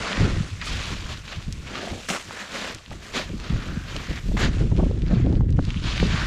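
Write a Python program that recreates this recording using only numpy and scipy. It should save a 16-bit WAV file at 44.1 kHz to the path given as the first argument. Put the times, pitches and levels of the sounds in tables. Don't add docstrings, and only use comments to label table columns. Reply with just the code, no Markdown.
import sys
import numpy as np
from scipy import signal
from scipy.fft import rfft, irfft, next_fast_len
from scipy.io import wavfile
from scipy.ndimage import uniform_filter1d

SR = 44100
rng = np.random.default_rng(int(sys.argv[2]) if len(sys.argv) > 2 else 0)


def generate_wav(sig):
    pcm = np.round(np.clip(np.atleast_2d(sig).T, -1, 1) * 32767).astype(np.int16)
    wavfile.write(sys.argv[1], SR, pcm)


N = 276462
TIME = np.arange(N) / SR
CUTOFF_HZ = 15500

# time_s, rumble_db
BREEZE = [(0, -33.5), (.1, -46), (.4, -41), (1.0, -33.5), (1.3, -44), (1.6, -36), (1.85, -47), (2.1, -46),
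          (2.42, -56), (2.58, -48), (2.85, -51.5), (3.1, -47.5), (3.3, -36.5), (4.15, -36.5), (4.45, -23.5),
          (4.95, -24.5), (5.4, -18.5), (5.65, -29.5), (6.27, -26)]
BREEZE_FLUTTER_DB = -10.5
# peak_s, half_width_s, rumble_db, flutter_db (relative to the rumble)
GUSTS = [(0.217, 0.037, -17, -2.5), (.345, 0.05, -22.5, -8), (.735, 0.05, -29, -9),
         (.925, 0.011, -31, -0.5), (1.07, .04, -35, -22), (1.375, 0.014, -30, -11),
         (1.491, 0.032, -30.5, -11.5), (1.92, 0.022, -29.5, -11), (2.28, 0.03, -46.5, 2),
         (2.756, 0.014, -39.5, -3), (2.93, 0.048, -37.5, -4.5), (3.32, 0.041, -31, -3.5),
         (3.545, 0.035, -23, -7.5), (3.705, 0.061, -32.5, -1), (3.96, 0.027, -30, -8),
         (4.104, 0.018, -27.5, -2), (4.308, 0.047, -21.5, -5), (4.464, 0.028, -18.5, -7),
         (4.628, 0.027, -17.5, -5.5), (4.801, 0.051, -19.5, 0.5), (5.035, 0.014, -21.5, -9),
         (5.13, 0.026, -20.5, 4), (5.28, 0.081, -27.5, 4), (5.51, 0.097, -21.5, -12.5),
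         (5.68, 0.013, -20.5, -18), (5.85, 0.018, -24.5, -4), (6.027, 0.03, -17.5, -3.5),
         (6.11, 0.033, -26.5, -24)]
GUST_RISE, GUST_FALL = 0.68, 1.16
# pitch_hz, relative_level_db (per Hz)
RUMBLE_COLOUR = [(8, -16), (23, 3), (45, 8.5), (80, 4.5), (125, 2), (180, -9), (250, -12), (500, -64),
                 (4000, -110)]
# pitch_hz, relative_level_db (per Hz)
FLUTTER_COLOUR = [(100, -15), (170, 8), (225, -1.5), (310, -1), (420, -9), (600, -19), (1000, -35),
                  (2500, -91), (10000, -105)]
# middle_s, level_db, width_s, reach_hz
BUFFETS = [(0.409, -15, 0.0031, 218), (0.529, -25.5, 0.011, 133), (1.483, -24.5, 0.0049, 180),
           (1.923, -22.5, 0.0026, 210), (2.917, -33.5, 0.0031, 1100), (3.345, -23, 0.0034, 186),
           (3.776, -19, 0.0026, 176), (4.318, -31, 0.0029, 640), (3.507, -16, 0.0029, 192),
           (4.345, -16.5, 0.0044, 215), (4.722, -8, 0.0032, 175), (4.721, -29.5, 0.004, 790),
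           (4.798, -24.5, 0.0076, 790), (4.834, -22.5, 0.0049, 576), (4.913, -23.5, 0.0022, 540),
           (5.122, -31, 0.013, 600), (5.163, -17, 0.004, 278), (5.25, -33, 0.0017, 596),
           (5.267, -22.5, 0.0045, 565), (5.329, -33, 0.0033, 900), (5.41, -26.5, 0.0017, 900),
           (5.592, -17, 0.0092, 275), (5.592, -19, 0.0021, 844), (5.766, -16, 0.0046, 154),
           (6.03, -10.5, 0.0014, 473), (6.146, -18, 0.0079, 197)]

# start_s, peak_db, pitch_hz
KNOCKS = [(0.13, -14, 2200), (0.829, -21, 1780), (0.8563, -21, 3020), (1.174, -24.5, 3300),
          (1.2795, -24, 2120), (1.329, -22.5, 2330), (1.5257, -17.5, 4900), (1.7553, -14.5, 2180),
          (2.1015, -15, 2380), (2.309, -21, 1210), (2.327, -31, 2350), (2.41, -23, 2200),
          (2.7477, -19, 5300), (2.9304, -30, 2400), (3.1787, -14, 2660), (3.442, -26, 3470),
          (3.9645, -15.5, 3470), (4.177, -22, 1840), (5.0205, -25.5, 2800), (5.354, -29.5, 2500),
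          (5.5051, -31.5, 5150), (5.6516, -22.5, 3830), (5.7047, -18.5, 2530), (5.7438, -22, 2120),
          (5.9786, -13, 2500), (6.0004, -11, 2270)]
STRAY_KNOCK_DB, STRAY_SPREAD_DB = -24, 1.5
STRAY_FOLLOWS = 0.41
STRAY_HZ, STRAY_OCTAVES = 2800, 0.22
# middle_s, width_s, level_db, pitch_hz, glide_octaves_per_s
SCRAPES = [(0.62, 0.011, -35.5, 1980, 0.093), (1.32, 0.039, -53, 2190, 0), (2.398, 0.011, -45, 1900, -0.22),
           (3.43, 0.076, -53.5, 4260, -1.03), (3.678, 0.16, -44, 1400, .9),
           (4.132, 0.056, -42, 1950, -0.41), (5.775, 0.0057, -35, 2913, 0.3),
           (6.226, 0.059, -36.5, 1460, -0.66)]

# time_s, strength_db
TRICKLE = [(0, -44.5), (.55, -50.5), (1.5, -53.5), (2.05, -48), (2.85, -55.5), (3.3, -55), (4.3, -52),
           (4.7, -55), (5.3, -62), (5.47, -66.5), (5.6, -56), (6.27, -47.5)]
USUAL_TRICKLE_DB = -54
# bed_db, pebbles_db, grit_db, sand_db
TRICKLE_CLASSES_DB = [-58, -54.5, -52, -62.5]
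TRICKLE_FOLLOWS = [0.62, 0.61, 1.05, 1.3]
# bed_db, grit_db, sand_db
SLIDES = [(-.1, 0.17, .17, 0.92, -31.5, -1.5, -3.5, -30), (0.621, 0.054, 0.24, 1, -38, -5.5, 2.5, -14.5),
          (1.02, 0.079, 0.03, 0.27, -40.5, -3.5, 1, -17), (1.219, 0.075, 0.058, 0.51, -45, -2, 2.5, -29.5),
          (1.599, 0.18, .03, 0.68, -38, 1, -1, -35), (1.76, 0.079, 0.11, 0.39, -51, 15.5, 4.5, -7),
          (2.119, 0.031, 0.012, 0.12, -32.5, -3.5, -8.5, -27),
          (2.239, .16, 0.0094, 0.55, -37.5, -4.5, -4.5, -16),
          (2.478, 0.077, 0.14, 0.33, -36, -1, -0.5, -15.5), (2.89, 0.036, .01, 0.3, -49.5, 3, -2, -10),
          (2.99, 0.047, 0.12, 0.94, -46.5, -1.5, -1.5, -12), (3.118, 0.054, 0.0062, 0.3, -31, 1, 1.5, -17),
          (3.369, 0.077, 0.25, 1, -44, -0.5, 0, -23), (3.82, 0.082, 0.27, 0.21, -42, -1, 0, -19),
          (4.384, 0.04, 0.029, 0.17, -28, -2, -2, -21.5), (4.499, 0.034, 0.084, 0.21, -45, 1, -1.5, -19),
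          (4.75, 0.044, 0.096, 1, -53, 4, 0.5, -13), (5.03, 0.074, 0.082, 0.64, -44.5, -4, -2.5, -26),
          (5.25, 0.055, 0.073, 0.34, -55.5, 3, -3.5, -14), (5.58, 0.11, .12, .5, -49, -10, 2, -33),
          (5.808, 0.059, .2, .5, -37.5, -5, 4, -20), (6.058, 0.075, 0.062, 0.99, -31.5, -6.5, -2, -27)]
TIRING_DB_PER_S = 8.5
# start_s, attack_s, fall_by_60_db_s, bed_db, pebbles_db, grit_db, sand_db
FOOTFALLS = [(0.613, 0.0022, 0.076, -51, -37, -31, -59), (.621, .002, 0.074, -40, -33, -38, -62),
             (0.648, 0.0043, 0.28, -69, -66, -40, -47), (2.085, 0.003, 0.56, -37.5, -31.5, -32, -38.5),
             (2.099, 0.0058, 0.16, -27.5, -37, -38, -46), (3.160, 0.014, 0.076, -42, -49, -48, -57),
             (4.367, 0.0035, 0.2, -33, -27.5, -33.5, -50), (4.39, 0.0074, 0.22, -29, -42, -36.5, -49)]
# pitch_hz, relative_level_db (per Hz)
GRAVEL_COLOUR = [(150, 16.5), (300, 2), (520, 3), (760, 2.5), (1050, 9), (1450, 10), (2200, 9), (3200, 7),
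                 (4400, 4), (5600, 4), (7300, 2), (8000, -9.5), (11000, -20.5), (15500, -30)]
# time_s, level_db (relative to the sand)
SHEEN = [(0, -25), (.6, -16), (1.2, -11), (2.1, -13.5), (4.35, -7.5), (4.5, -20), (5.5, -24), (6.27, -16)]


def from_db(db):
    return 10 ** (np.asarray(db) / 20)


def rms_one(x):
    return x / np.sqrt(np.mean(x ** 2) + 1e-20)


def in_time(rows):
    s, *columns = np.transpose(rows)
    return [np.interp(TIME, s, column) for column in columns]


def decay(falls):
    return np.exp(-np.log(1000) * falls)


def coloured(x, spectrum):
    size = next_fast_len(N + 8192, True)
    hz, db = np.transpose(spectrum)
    bins_hz = np.arange(size // 2 + 1) * SR / size
    gain = from_db(np.interp(np.log(bins_hz + 1), np.log(hz), db))
    cepstrum = irfft(np.log(gain), size)
    cepstrum[1:size // 2] *= 2
    cepstrum[size // 2 + 1:] = 0
    response = np.exp(rfft(cepstrum))
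    return irfft(rfft(x, size) * response, size)[:N]


def band(x, low_hz, high_hz, order=2):
    edges_hz = [low_hz, min(high_hz, .45 * SR)]
    sos = signal.butter(order, edges_hz, "band", fs=SR, output="sos")
    return signal.sosfilt(sos, x + 1e-18)


def drift(per_s):
    values = rng.standard_normal(4096)
    return np.interp(TIME * per_s, np.arange(4096), values) * np.sqrt(3 / 2)


def evened(x, span_s):
    size = max(int(span_s * SR), 2)
    power = uniform_filter1d(uniform_filter1d(x ** 2, size), size)
    return x / np.sqrt(np.abs(power) + 1e-14)


def ring(clicks, hz, cycles):
    w = 2 * np.pi * min(hz, .45 * SR) / SR
    r = decay(w / (2 * np.pi * cycles))
    return signal.lfilter([1, 0, -1], [1, -2 * r * np.cos(w), r * r], clicks + 1e-18) / 2


def contacts(per_s, spread_db):
    strengths = from_db(spread_db * np.minimum(rng.exponential(1, N), 5))
    signs = rng.choice([-1, 1], N)
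    return strengths * signs * (rng.random(N) < per_s / SR)


def grains(clicks, low_hz, high_hz, cycles, count=10, patchy_db=3.0):
    dealt = rng.integers(0, count, N)
    stones = 0
    for k, hz in enumerate(np.geomspace(low_hz, high_hz, count)):
        ringing = rms_one(ring(clicks * (dealt == k), hz, cycles))
        stones += ringing * np.sqrt(hz) * from_db(patchy_db * drift(25))
    return rms_one(stones)


def airflow():
    breeze_db, = in_time(BREEZE)
    power = np.outer(from_db([0, BREEZE_FLUTTER_DB]), from_db(breeze_db)) ** 2
    for s, width, level_db, flutter_db in GUSTS:
        near = np.abs(TIME - s) < .4
        age = TIME[near] - s
        side_width = width * np.where(age < 0, GUST_RISE, GUST_FALL)
        swell = np.exp(-(age / side_width) ** 2)
        power[:, near] += np.outer(from_db([level_db, level_db + flutter_db]) ** 2, swell)
    return np.sqrt(power)


def wind():
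    rumbling, fluttering = airflow()
    rumble = evened(coloured(rng.standard_normal(N), RUMBLE_COLOUR), .028)
    lumps = from_db(2.0 * drift(70) + 0.46)
    bursts = rng.standard_normal(N) * from_db(7.8 * drift(90))
    flutter = evened(coloured(bursts, FLUTTER_COLOUR), 0.024)
    return rumble * lumps * rumbling + flutter * fluttering


def buffets():
    out = np.zeros(N)
    for s, level_db, width, reach_hz in BUFFETS:
        near = np.abs(TIME - s) < .2
        noise = rng.standard_normal(N)[near]
        swirl = evened(band(noise, 6.3 * np.sqrt(reach_hz), reach_hz, order=3), 2 / reach_hz)
        out[near] += from_db(level_db) * swirl * np.exp(-.5 * ((TIME[near] - s) / width) ** 2)
    return out


def stray_knocks(grit_db, count=40):
    s = rng.uniform(0, TIME[-1], count)
    strength, size = rng.standard_normal((count, 2)).T
    grit_swing_db = np.interp(s, TIME, grit_db) + 39
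    peak_db = STRAY_KNOCK_DB + STRAY_FOLLOWS * grit_swing_db + STRAY_SPREAD_DB * strength
    hz = STRAY_HZ * 2 ** (STRAY_OCTAVES * np.clip(size, -2, 2))
    return list(zip(s, peak_db, hz))


def knocks(rows):
    size = 2048
    out, age = np.zeros(N + size), np.arange(size) / SR
    for s, peak_db, hz in rows:
        touched = rng.random(size) < 2000 / SR
        chatter = rng.standard_normal(size) * touched * np.exp(-age / 0.0059)
        touches = signal.unit_impulse(size) + 0.24 * chatter
        click = band(ring(touches, hz, cycles=2.5), 0.21 * hz, 1.53 * hz)
        at = int(s * SR)
        out[at:at + size] += from_db(peak_db) * click / np.abs(click).max()
    return out[:N]


def scrapes():
    out = np.zeros(N)
    for s, width, level_db, hz, glide in SCRAPES:
        ringing = ring(contacts(2800, spread_db=4.5), hz, cycles=11)
        rasp = evened(band(ringing, hz / np.sqrt(2), hz * np.sqrt(2)), 0.044)
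        speed = 2 ** (glide * np.clip(TIME - s, -3 * width, 3 * width))
        gliding = np.interp(np.cumsum(speed) % N, np.arange(N), rasp)
        out += from_db(level_db) * gliding * np.exp(-.5 * ((TIME - s) / width) ** 2)
    return out


def slides():
    trickle_db, = in_time(TRICKLE)
    swing_db = np.outer(TRICKLE_FOLLOWS, trickle_db - USUAL_TRICKLE_DB)
    power = from_db(swing_db + np.array(TRICKLE_CLASSES_DB)[:, None]) ** 2
    for s, rise, hold, t60, level_db, bed_db, grit_db, sand_db in SLIDES:
        age = TIME - s - rise
        tiring = from_db(-TIRING_DB_PER_S * np.clip(age, 0, hold))
        shape = np.clip((TIME - s) / rise, 0, 1) * tiring * decay(np.clip((age - hold) / t60, 0, 2))
        levels_db = level_db + np.array([bed_db, 0, grit_db, sand_db])
        power += np.outer(from_db(levels_db) ** 2, shape ** 2)
    return np.sqrt(power)


def footfalls():
    strength = np.zeros((4, N))
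    for s, attack, t60, *levels_db in FOOTFALLS:
        bite = np.clip((TIME - s) / attack, 0, 1)
        shape = bite * decay(np.maximum(TIME - s - attack, 0) / t60)
        strength += np.outer(from_db(levels_db), shape)
    return strength


def gravel(sliding, grit_db):
    bed, pebbles, grit, sand = np.hypot(sliding, footfalls())
    sheen_db, = in_time(SHEEN)
    fine_grit = from_db(-0.5) * np.sqrt(grit * sand)
    flow = from_db(.35 * (grit_db + 40))
    slips = from_db(0.84 * drift(110))
    chips = rms_one(contacts(1100 * flow, spread_db=3.5))

    def size_class(per_s, spread_db, low_hz, high_hz, cycles, chip_share):
        stones = grains(contacts(per_s * flow, spread_db), low_hz, high_hz, cycles) + chip_share * chips
        return evened(coloured(band(stones, low_hz, high_hz, order=5), GRAVEL_COLOUR), 0.07)

    mix = bed * size_class(2800, 3.8, 184, 793, 5.3, 0.26)
    mix += pebbles * size_class(3300, 1.36, 798, 2276, 12.6, 1.1)
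    mix += grit * size_class(5000, 0.94, 2200, 4960, 6.4, 0.64)
    mix += fine_grit * size_class(6000, 1.8, 4910, 7380, 12.5, 0.29)
    mix += sand * size_class(7000, 1.4, 7560, 11240, 6.3, 0.95)
    mix += sand * from_db(sheen_db) * size_class(5000, 3.4, 10840, CUTOFF_HZ, 8.6, .3)
    return slips * mix


def scene():
    sliding = slides()
    grit_db = 20 * np.log10(sliding[2])
    air = wind() + buffets()
    stones = knocks(KNOCKS + stray_knocks(grit_db)) + scrapes()
    return (air + stones + gravel(sliding, grit_db))[None]


def record(dry, ceiling=0.33):
    rounded = dry / (1 + (dry / ceiling) ** 6) ** (1 / 6)
    top_cut = signal.ellip(10, .1, 90, CUTOFF_HZ, fs=SR, output="sos")
    return signal.sosfilt(top_cut, rounded)


dry = scene()
out = record(dry)
generate_wav(out)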